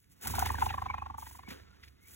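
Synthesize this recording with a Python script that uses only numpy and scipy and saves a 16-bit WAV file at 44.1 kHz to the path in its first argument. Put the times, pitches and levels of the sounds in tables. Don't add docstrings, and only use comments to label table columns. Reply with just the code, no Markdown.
import sys
import numpy as np
from scipy import signal
from scipy.fft import rfft, irfft, next_fast_len
from scipy.io import wavfile
from scipy.ndimage import uniform_filter1d, map_coordinates

SR = 44100
rng = np.random.default_rng(int(sys.argv[2]) if len(sys.argv) > 2 else 0)


def inscribe(sig):
    pcm = np.round(np.clip(np.atleast_2d(sig).T, -1, 1) * 32767)
    wavfile.write(sys.argv[1], SR, pcm.astype(np.int16))


N = 94815

# (time [s], relative level [dB], pitch [Hz], length [ms], relative hiss level [dB])
DOWNSTROKES = [(0.2602, -31.5, 844, 4.6, -52), (0.302, -34.5, 1010, 5, -54), (0.3415, -28, 905, 6.2, -66),
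               (0.3853, -20.5, 860, 4.6, -66), (0.4265, -15.5, 846, 4.4, -44),
               (0.465, -25.5, 920, 6.3, -38.5), (0.5051, -21.5, 1010, 4.4, -42),
               (0.5457, -23.5, 980, 3.9, -54), (0.5864, -33.5, 893, 7, -47),
               (0.625, -15.5, 929, 7.9, -38.5), (0.6662, -21, 914, 4.5, -55),
               (0.706, -27.5, 870, 6.3, -37.5), (0.743, -26, 1015, 5, -44), (0.7823, -27.5, 1050, 6.2, -49),
               (0.8221, -26, 1040, 5.9, -55.5), (0.8623, -28, 1034, 6, -47.5),
               (0.9026, -25.5, 973, 5.8, -49.5), (0.943, -27, 1004, 5.5, -47.5),
               (0.9832, -32, 983, 5.2, -50), (1.023, -30, 1004, 5.7, -58), (1.0635, -33, 980, 6.1, -54),
               (1.1032, -32.5, 997, 5.9, -60.5), (1.1452, -34, 963, 4.7, -64),
               (1.1845, -33.5, 1000, 5, -59), (1.2267, -32.5, 980, 4.7, -57),
               (1.269, -41.5, 970, 5.8, -50.5), (1.312, -47, 960, 5, -65), (1.353, -47, 990, 7.9, -65),
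               (1.3936, -42.5, 1020, 6.2, -58), (1.436, -46.5, 1030, 5.3, -57.5),
               (1.479, -48, 950, 6.4, -72)]
# (time [s], level [dB])
THROB_LEVEL = [(.24, -102), (.268, -65.5), (.288, -41.5), (.36, -40), (.53, -39.5), (.72, -42.5), (.8, -48),
               (.92, -46.5), (1.2, -54), (1.42, -59), (1.6, -61), (1.78, -68.5), (1.87, -58.5), (2.0, -73),
               (2.15, -62.5)]
# (frequency [Hz], gain [dB])
BLADE_COLOUR = [(60, -57.5), (300, -4), (1000, -14.5), (2000, -6), (4000, -7.5), (7000, -3.5),
                (11000, -2.5), (15500, -2)]
PEAK_SHAPE = 1.3
JITTER_RAD = 0.072


def amp(db):
    return 10 ** (np.asarray(db) / 20)


def unit(x):
    return x / np.sqrt(np.mean(x ** 2) + 1e-20)


def clock():
    return np.arange(N) / SR


def along(points, hz):
    freqs, values = np.transpose(points)
    return np.interp(np.log(hz + 1), np.log(freqs + 1), values)


def level(rows):
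    return amp(np.interp(clock(), *np.transpose(rows)))


def wobble(rate):
    return map_coordinates(rng.standard_normal(8192), [clock() * rate], mode="wrap")


def filtered(x, response):
    size = next_fast_len(N + 8192)
    return irfft(rfft(x, size) * response(np.fft.rfftfreq(size, 1 / SR)), size)[..., :N]


def noise(colour, grain=1, width_db=-16.5):
    mid, side = rng.standard_normal((2, N)) * grain
    pair = mid + amp(width_db) * np.array([side, -side])
    return unit(filtered(pair, lambda hz: amp(along(colour, hz))))


def burst(s, rise_s, decay_s, power=1):
    t = clock() - s
    return np.exp(-(np.abs(t) / np.where(t < 0, rise_s, decay_s)) ** power)


def chirp(s, hz, jitter, fall_oct, fall_s=0.0021):
    t = clock()
    pitch = hz * 2 ** (-fall_oct * np.tanh((t - s) / fall_s))
    turns = np.cumsum(pitch) / SR
    return np.sqrt(2) * np.sin(2 * np.pi * (turns - np.interp(s, t, turns)) + jitter)


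def crackle(ticks_per_s=110, spread_db=3):
    chance, size = rng.random(N), rng.standard_normal(N)
    ticks = (chance < ticks_per_s / SR) * amp(spread_db * np.clip(size, -2, 2))
    return noise(BLADE_COLOUR, uniform_filter1d(ticks, size=24))


def grass():
    # (time [s], level [dB])
    swish_level = [(0, -69), (.09, -79), (.12, -58.5), (.16, -73), (.2, -70), (.235, -42.5), (.31, -44.5),
                   (.34, -51), (.41, -46.5), (.49, -45.5), (.57, -54), (.635, -44.5), (.72, -56.5),
                   (.9, -73.5), (1.165, -82), (1.185, -54), (1.29, -52), (1.37, -58.5), (1.43, -72),
                   (1.475, -73), (1.51, -53), (1.58, -68), (1.68, -79.5), (1.81, -77.5), (1.85, -68),
                   (1.98, -81.5), (2.03, -69), (2.1, -55), (2.15, -53)]
    # (time [s], level [dB])
    scrape_level = [(0, -80.5), (.19, -70), (.25, -45), (.33, -49), (.39, -43.5), (.47, -47), (.55, -48),
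                    (.64, -46), (.76, -55.5), (1.0, -64.5), (1.2, -66.5), (1.3, -63.5), (1.46, -65),
                    (1.51, -47), (1.56, -56.5), (1.65, -64), (1.8, -66), (1.86, -67), (1.96, -71.5),
                    (2.15, -65)]
    # (frequency [Hz], gain [dB])
    stalk_colour = [(50, -46), (200, -3), (400, 3), (700, -7), (1000, -7), (1400, -5), (2000, -7),
                    (3000, -11), (5000, -13.5), (12000, -35)]
    swish = noise(BLADE_COLOUR, grain=amp(0.41 * wobble(1300) + 2.0 * wobble(90)))
    swish += amp(-6) * crackle()
    scrape = noise(stalk_colour, grain=amp(2.08 * wobble(700) + 1.5 * wobble(70)), width_db=-24.5)
    return level(swish_level) * swish + level(scrape_level) * scrape


def buffeting():
    # (time [s], level [dB])
    rumble_level = [(0, -75), (.1, -66), (.215, -70.5), (.275, -43.5), (.35, -44.5), (.5, -52), (.64, -46),
                    (.72, -53.5), (.85, -52.5), (.93, -57.5), (1.4, -66), (1.6, -63.5), (2.15, -69)]
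    # (frequency [Hz], gain [dB])
    rumble_colour = [(20, -21.5), (45, 1), (90, 7), (170, -2.5), (280, -4), (450, -17), (900, -39)]
    return level(rumble_level) * noise(rumble_colour, width_db=-7)


def snaps():
    # (time [s], crack level [dB], body level [dB], decay [s])
    breaks = [(0.043, -60, -67.5, 0.0017), (0.117, -58, -81, 0.0045), (0.211, -48.5, -82, 0.0092),
              (.271, -31, -73, 0.0096), (0.306, -35, -59, 0.015), (0.351, -35.5, -43, 0.014),
              (0.391, -29, -47, 0.0092), (0.458, -35.5, -37.5, 0.0045), (0.473, -55, -37, 0.0029),
              (0.662, -61, -43, 0.0036), (0.693, -67, -48, 0.012), (0.821, -51.5, -50.5, 0.0032),
              (0.982, -55.5, -75, 0.0015), (1.061, -72.5, -79, 0.0015), (1.179, -53, -74, 0.011),
              (1.489, -49, -54, 0.0043), (1.507, -57.5, -43, 0.0024), (1.836, -63, -50.5, 0.011),
              (1.883, -61.5, -55.5, 0.0042)]
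    # (frequency [Hz], gain [dB])
    wood_colour = [(60, -46), (300, -32.5), (850, -20.5), (1400, -5), (2000, 5), (3200, -1.5), (5000, -2),
                   (12000, -43.5)]
    crack = sum(amp(db) * burst(s + 0.0012, 0.00024, decay) for s, db, _, decay in breaks)
    body = sum(amp(db) * burst(s + 0.00048, 0.0051, decay) for s, _, db, decay in breaks)
    return crack * noise(BLADE_COLOUR, grain=amp(2.1 * wobble(1500))) + body * noise(wood_colour)


def wingbeats():
    # (length [ms], fall to each side of centre [octaves])
    pitch_fall = [(5.5, 0.25), (6.5, 0.13)]
    # (frequency [Hz], gain [dB])
    flutter_colour = [(300, -16.5), (550, -14.5), (800, 5.5), (1050, -7.5), (1400, -6), (2000, -38.5),
                      (4000, -37.5)]
    # (frequency [Hz], gain [dB])
    feather_colour = [(200, -58), (500, -37.5), (900, -28), (1350, 1), (1900, 6), (2700, 0.5), (4000, -6.5),
                      (7000, -22), (15000, -48.5)]
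    whoops, stroke_env, hiss_env = np.zeros((3, N))
    jitter = JITTER_RAD * wobble(600)
    for s, db, hz, ms, hiss_db in DOWNSTROKES:
        length = ms / 1000
        envelope = amp(db) * burst(s, 0.52 * length, 0.71 * length, PEAK_SHAPE)
        fall_oct = np.interp(ms, *np.transpose(pitch_fall))
        whoops += envelope * chirp(s, hz, jitter, fall_oct)
        stroke_env += envelope
        hiss_env += amp(hiss_db) * burst(s, rise_s=0.0072, decay_s=0.0053)
    flutter = stroke_env * noise(flutter_colour, width_db=-8)
    hiss = hiss_env * noise(feather_colour, width_db=-15.5)
    direct = amp(-4) * whoops + amp(-11.5) * flutter + amp(-1.5) * hiss
    return direct + ground_reflection(direct)


def throb(lag_s=0.01452, cruise_hz=23.4, waver_db=0.23):
    # (multiple of the wing rate, relative level [dB])
    harmonics = [(2, -12), (3, 6.5), (4, 1), (5, -14), (6, -22)]
    t = clock() - lag_s
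    times = np.array(DOWNSTROKES)[:, 0]
    beyond_strokes = t - np.clip(t, times[0], times[-1])
    turns = np.interp(t, times, np.arange(len(times))) + cruise_hz * beyond_strokes
    wave = sum(-amp(db + waver_db * wobble(11.0)) * np.cos(2 * np.pi * k * turns) for k, db in harmonics)
    return level(THROB_LEVEL) * unit(wave)


def puffs(pitch_hz=251.4, lag_s=0.0061, length_s=0.0055):
    jitter = JITTER_RAD * wobble(110)
    train = np.zeros(N)
    for s in np.array(DOWNSTROKES)[:, 0] + lag_s:
        tone = chirp(s, pitch_hz, jitter, fall_oct=0.37, fall_s=length_s)
        train += burst(s, length_s, length_s, PEAK_SHAPE) * tone
    return amp(-8.5) * level(THROB_LEVEL) * train


def wing_brushes(rise_s=0.0067):
    # (time [s], level [dB], decay [s])
    strikes = [(0.274, -38.5, 0.006), (0.355, -37, 0.012), (0.399, -37.5, 0.017)]
    # (frequency [Hz], gain [dB])
    brush_colour = [(300, -31), (600, -10.5), (800, 7), (1100, -0.5), (1450, 5), (2000, -20), (5000, -30.5)]
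    envelope = sum(amp(db) * burst(s, rise_s, decay) for s, db, decay in strikes)
    return envelope * noise(brush_colour, width_db=-4)


def cracks():
    # (time [s], level [dB])
    breaks = [(0.276, -28.5), (0.2794, -27), (0.3517, -34), (0.393, -19.5), (0.4603, -27), (0.66, -38),
              (1.508, -45)]
    envelope = sum(amp(db) * burst(s, rise_s=0.00013, decay_s=0.00048) for s, db in breaks)
    return envelope * noise(BLADE_COLOUR)


def squeaks(length_s=0.0037):
    # (time [s], level [dB], pitch [Hz])
    cues = [(0.494, -38.5, 1870), (0.555, -39, 1750), (0.587, -37, 1560), (0.693, -40, 2680),
            (0.728, -44.5, 1820), (.789, -43.5, 1700)]
    jitter = JITTER_RAD * wobble(410)
    out = np.zeros(N)
    for s, db, hz in cues:
        out += amp(db) * burst(s, length_s, length_s, PEAK_SHAPE) * chirp(s, hz, jitter, fall_oct=0.1)
    return out


def ground_reflection(x, clear_s=0.68, fade_s=0.02):
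    # (time [s], lag [ms])
    lag_ms = [(.65, 3.57), (.85, 3.85), (1.05, 3.72), (1.16, 3.4), (1.28, 3.13), (1.45, 2.72)]
    t = clock()
    delay_s = np.interp(t, *np.transpose(lag_ms)) / 1000
    fade_in = .5 + .5 * np.tanh((t - clear_s) / fade_s)
    return amp(-3.5) * np.array([map_coordinates(fade_in * side, [(t - delay_s) * SR]) for side in x])


def peeps(pitch_waver=0.0237, roughness_db=4.4):
    # (time [s], length [s], start pitch [Hz], end pitch [Hz], level [dB])
    calls = [(0.884, 0.033, 2284, 2190, -36), (0.908, 0.14, 2345, 2610, -56.5),
             (1.376, .075, 1900, 2180, -66.5), (1.436, 0.058, 2270, 2230, -55.5),
             (1.506, 0.024, 2423, 2460, -45), (1.619, 0.14, 1273, 1480, -67),
             (1.97, 0.16, 1980, 2460, -63.5)]
    out = np.zeros(N)
    for s, length, start_hz, end_hz, db in calls:
        progress = np.clip((clock() - s) / length, 0, 1)
        pitch = (start_hz + (end_hz - start_hz) * progress) * (1 + pitch_waver * wobble(260))
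        envelope = amp(db + roughness_db * wobble(90)) * np.sin(np.pi * progress)
        out += envelope * np.sin(2 * np.pi * np.cumsum(pitch) / SR)
    return out


def footfall():
    # (time [s], level [dB])
    thuds = [(1.485, -46), (1.512, -46)]
    # (frequency [Hz], gain [dB])
    soil_colour = [(40, -24), (110, -15), (200, 7.5), (350, -5), (600, -29), (1500, -28)]
    envelope = sum(amp(db) * burst(s, rise_s=0.0011, decay_s=0.014) for s, db in thuds)
    return envelope * noise(soil_colour)


def field_scatter(x):
    # (frequency [Hz], time to fall 60 dB [s])
    decay_times = [(100, .08), (1000, 0.13), (4000, 0.051), (15000, 0.021)]
    hz, t, spectra = signal.stft(rng.standard_normal((2, SR // 2)), SR, nperseg=256)
    decay = amp(-60 * t / along(decay_times, hz)[:, None])
    tail = signal.istft(spectra * decay, SR, nperseg=256)[1]
    return signal.fftconvolve(x, tail / np.linalg.norm(tail[0]), axes=1)[:, :N]


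def scene():
    bird = wingbeats() + squeaks() + peeps()
    bird += amp(-19) * field_scatter(bird)
    wing_wash = throb() + puffs() + wing_brushes()
    return bird + wing_wash + grass() + buffeting() + snaps() + cracks() + footfall()


def record(dry, top_hz=15900):
    # (frequency [Hz], lead of left over right [rad])
    phase_lead = [(0, 0), (130, .2), (270, 2.1), (520, 2.5), (800, 1.9), (1150, 1.8), (1640, .9),
                  (2410, 1.7), (3530, 1.3), (4310, 2.9), (5170, 3.3), (6290, 6.2), (7490, 6.3), (8350, 9.3),
                  (9560, 9.6), (10400, 12.5), (11600, 12.6), (12500, 15.6), (13700, 15.7), (14600, 18.6),
                  (15900, 18.9)]
    # (frequency [Hz], left minus right [dB])
    balance = [(60, -6), (110, -6), (200, -10), (380, 0), (700, 0.1), (4000, 0)]
    side = np.array([[.5], [-.5]])

    def response(hz):
        gain = amp(side * along(balance, hz))
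        phase = side * np.interp(hz, *np.transpose(phase_lead))
        return gain * np.exp(1j * phase) * (hz < top_hz)

    return filtered(dry, response)


dry = scene()
out = record(dry)
inscribe(out)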